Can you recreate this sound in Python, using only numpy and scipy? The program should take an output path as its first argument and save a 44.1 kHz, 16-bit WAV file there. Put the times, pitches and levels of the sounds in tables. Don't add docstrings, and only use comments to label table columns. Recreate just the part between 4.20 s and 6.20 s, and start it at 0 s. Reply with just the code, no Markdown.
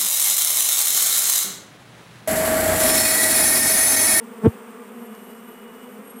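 import sys
import numpy as np
from scipy.fft import rfft, irfft, next_fast_len
from scipy.io import wavfile
from scipy.ndimage import map_coordinates

SR = 44100
rng = np.random.default_rng(int(sys.argv[2]) if len(sys.argv) > 2 else 0)


def wav_out(sig):
    wavfile.write(sys.argv[1], SR, np.round(np.clip(np.atleast_2d(sig).T, -1, 1) * 32767).astype(np.int16))


N = 88200
TIME = np.arange(N) / SR
FLUTTER_HZ = 2.5


def amp(db):
    return 10 ** (np.asarray(db) / 20)


def unit(x):
    return x / np.sqrt(np.mean(x ** 2) + 1e-20)


def along(spectrum, hz):
    knots_hz, levels_db = np.transpose(spectrum)
    return np.interp(np.log(hz + 1), np.log(knots_hz + 1), levels_db)


def curve(rows):
    return np.interp(TIME, *np.transpose(rows))


def wobble(per_s):
    return map_coordinates(rng.standard_normal(size=4096), [TIME * per_s], mode="wrap")


def filtered(x, response):
    size = next_fast_len(N + SR // 2)
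    hz = np.fft.rfftfreq(size, 1 / SR)
    return irfft(rfft(x, size) * response(hz), size)[:N]


def noise(spectrum):
    return unit(filtered(rng.standard_normal(N), lambda hz: amp(along(spectrum, hz))))


def buzz(hz, harmonics, size=1024):
    phase = np.arange(size) / size
    cycle = sum(amp(db) * np.sin(2 * np.pi * (k * phase + rng.random())) for k, db in harmonics)
    return np.interp(np.cumsum(hz) / SR, phase, unit(cycle), period=1)


def forest_hiss():
    # (frequency [Hz], relative spectral density [dB])
    spectrum = [(30, -25), (60, -4), (120, 10), (160, 16), (310, 17), (600, 16), (2000, 2), (4200, -0.25),
                (6800, 0.5), (7650, 6), (7900, 2), (8050, 7), (8650, 11), (9300, 6.5), (10500, 1),
                (11400, 1), (12000, 10), (12400, -4), (13200, -3), (14200, 4), (15400, 8.5)]
    # (time [s], relative level [dB])
    envelope = [(0, -57), (.21, -57), (.24, -51.5), (.29, -54.5), (.4, -56.5), (.8, -57.5), (.95, -56.5),
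                (1.1, -56.5), (1.45, -58.5), (1.62, -56.7), (1.8, -58), (2, -58)]
    gain_db, flicker_db = 6, 0.84
    return amp(curve(envelope) + gain_db + flicker_db * wobble(55.16)) * noise(spectrum)


def whine(pitch, envelope, tone, waver_hz, flicker_db):
    stutter_db = flicker_db * (wobble(22.23) + wobble(90))
    hz = curve(pitch) + waver_hz * wobble(300)
    return amp(curve(envelope) + stutter_db) * buzz(hz, tone)


def tree_insects():
    # (time [s], frequency [Hz])
    pitch_a = [(.2, 2891), (.85, 2899), (1.3, 2920), (2, 2934)]
    pitch_b = [(1.8, 2835), (2, 2837)]
    # (time [s], level [dB])
    envelope_a = [(0, -70), (.17, -80), (.31, -62), (.4, -73), (.6, -69), (.8, -59), (.95, -61),
                  (1.15, -58.5), (1.35, -54), (1.47, -65), (1.6, -59.5), (1.8, -63), (2, -69)]
    envelope_b = [(1.75, -95), (1.84, -68), (1.91, -56), (2, -53)]
    # (harmonic number, relative level [dB])
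    tone_a = [(3, -13), (4, -3.5)]
    tone_b = [(1, -19), (3, -1), (4, 2)]
    # (time [s], level [dB])
    whistle_a = [(0, -78), (.7, -70), (1.05, -61.5), (1.3, -60.5), (1.501, -61.5), (1.68, -59), (1.76, -71),
                 (2, -66)]
    near_sine = [(0.92, 0)]
    return (whine(pitch_a, envelope_a, tone_a, waver_hz=6.5, flicker_db=2.5)
            + whine(pitch_a, whistle_a, near_sine, waver_hz=4.5, flicker_db=1.8)
            + whine(pitch_b, envelope_b, tone_b, waver_hz=0.93, flicker_db=4.5))


def tick(at_s=0.951, level_db=-50, half_length_s=0.0029):
    envelope = np.exp(-((TIME - at_s) / half_length_s) ** 2)
    return amp(level_db) * envelope * rng.standard_normal(N)


def wing_harmonics(hz, tilt_db=0, count=19):
    # (frequency [Hz], relative level [dB])
    spectrum = [(150, 0.5), (230, 1), (420, 0.5), (500, -2), (560, -8.5), (640, -11), (900, -9.5),
                (1180, -7.5), (1500, -13.5), (2100, -17), (2900, -21), (3500, -26), (4200, -49)]
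    k = np.arange(count) + 1
    return zip(k, along(spectrum, k * hz) + tilt_db * np.log2(k))


def swarm(count=24):
    # (time [s], relative level [dB])
    envelope = [(0, -42.5), (.15, -43), (.3, -41.5), (.55, -42.5), (.9, -42.5), (1.05, -44), (1.3, -43.5),
                (1.6, -43.5), (2, -43.5)]
    mean_hz, spread_hz, wander_hz = 226.76, 16, 13
    gain_db, swoop_db = 1.72, 2
    total = np.zeros(N)
    for rank in (np.arange(count) + 0.5) / count:
        own_hz = mean_hz + spread_hz * np.log(rank / (1 - rank)) / np.sqrt(np.pi)
        hz = own_hz + wander_hz * wobble(11) + FLUTTER_HZ * wobble(60)
        total += amp(swoop_db * wobble(10.98)) * buzz(hz, wing_harmonics(own_hz))
    return amp(curve(envelope) + gain_db) * unit(total)


def swooping_bees(sag_hz_per_s=70):
    # (time [s], wingbeat [Hz], level [dB], half length [s], tilt [dB/octave])
    swoops = [(0.015, 239.4, -46, .025, -27), (0.143, 220, -44, .03, -2.5), (0.496, 226.1, -43, .03, -3),
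              (0.607, 239.4, -40, 0.039, -4), (.8, 237, -37, 0.0494, -10.5), (0.908, 215, -40, .04, -10.5),
              (1.15, 230.3, -42, 0.0248, -15), (1.295, 236, -41.5, 0.011, -1),
              (1.555, 229, -46.5, .06, -13.5), (1.79, 211.9, -39.5, .035, -11),
              (1.978, 244.5, -44, .03, -6)]
    total = np.zeros(N)
    for at_s, wing_hz, db, half_s, tilt_db in swoops:
        travel = (TIME - at_s) / half_s
        hz = wing_hz - sag_hz_per_s * half_s * np.tanh(travel) + FLUTTER_HZ * wobble(39.55)
        swell = (1 + travel ** 2 / 2) ** -2
        total += amp(db) * swell * buzz(hz, wing_harmonics(wing_hz, tilt_db))
    return total


def wake():
    # (time [s], frequency [Hz], peak level [dB], half length [s])
    eddies = [(.255, 178, -16, 0.015), (.267, 479, -16.5, 0.0059), (.269, 310, -6.5, 0.0039),
              (0.279, 118, -7.5, 0.0077), (0.29, 105, -20, 0.007)]
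    total = np.zeros(N)
    for at_s, hz, db, half_s in eddies:
        t = TIME - at_s
        total += amp(db) * np.exp(-(t / half_s) ** 2) * np.cos(2 * np.pi * hz * t)
    return total


def passing_bee():
    # (harmonic number, relative level [dB])
    tone = [(1, 6), (2, 2.5), (3, -17), (4, -15), (5, -17), (6, -25), (7, -28), (8, -27), (9, -32),
            (10, -32.5), (11, -32), (12, -43), (13, -42), (14, -43), (15, -61), (16, -46.5)]
    # (frequency [Hz], relative spectral density [dB])
    rasp_spectrum = [(40, -33), (150, -4), (300, 0.5), (550, 3.5), (780, 2.5), (1000, -20), (1400, -8),
                     (2000, -38), (3300, -23.5), (4200, -41), (9000, -45)]
    closest_s, crossing_s = 0.2608, 0.014
    wing_hz, climb = 221.5, 0.025
    hum_gain_db, edge_gain_db = -10.5, -29
    edge_lead_s, edge_width_s = 0.0026, 0.018

    t = TIME - closest_s
    travel = t / crossing_s
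    closeness = 1 / np.hypot(1, travel)
    hz = wing_hz * (1 + climb * travel * closeness) + 3 * wobble(197.2)
    near_field, far_field = closeness ** 3.13, 0.089 * closeness
    hum = (near_field + far_field) * buzz(hz, tone[:2])

    strokes = 1 + 0.74 * buzz(hz, [(0.92, 0)])
    edge = buzz(hz, tone[2:]) + strokes * noise(rasp_spectrum)
    facing = np.exp(-((t + edge_lead_s) / edge_width_s) ** 2) + 0.099 * closeness
    return amp(hum_gain_db) * hum + amp(edge_gain_db) * facing * edge


def scene():
    insects = tree_insects()
    bees = swarm() + swooping_bees() + passing_bee() + wake()
    return (bees + tick() + forest_hiss() + insects)[None]


def record(dry):
    cutoff_hz = 15500
    return filtered(dry[0], lambda hz: hz < cutoff_hz)[None]


dry = scene()
out = record(dry)
wav_out(out)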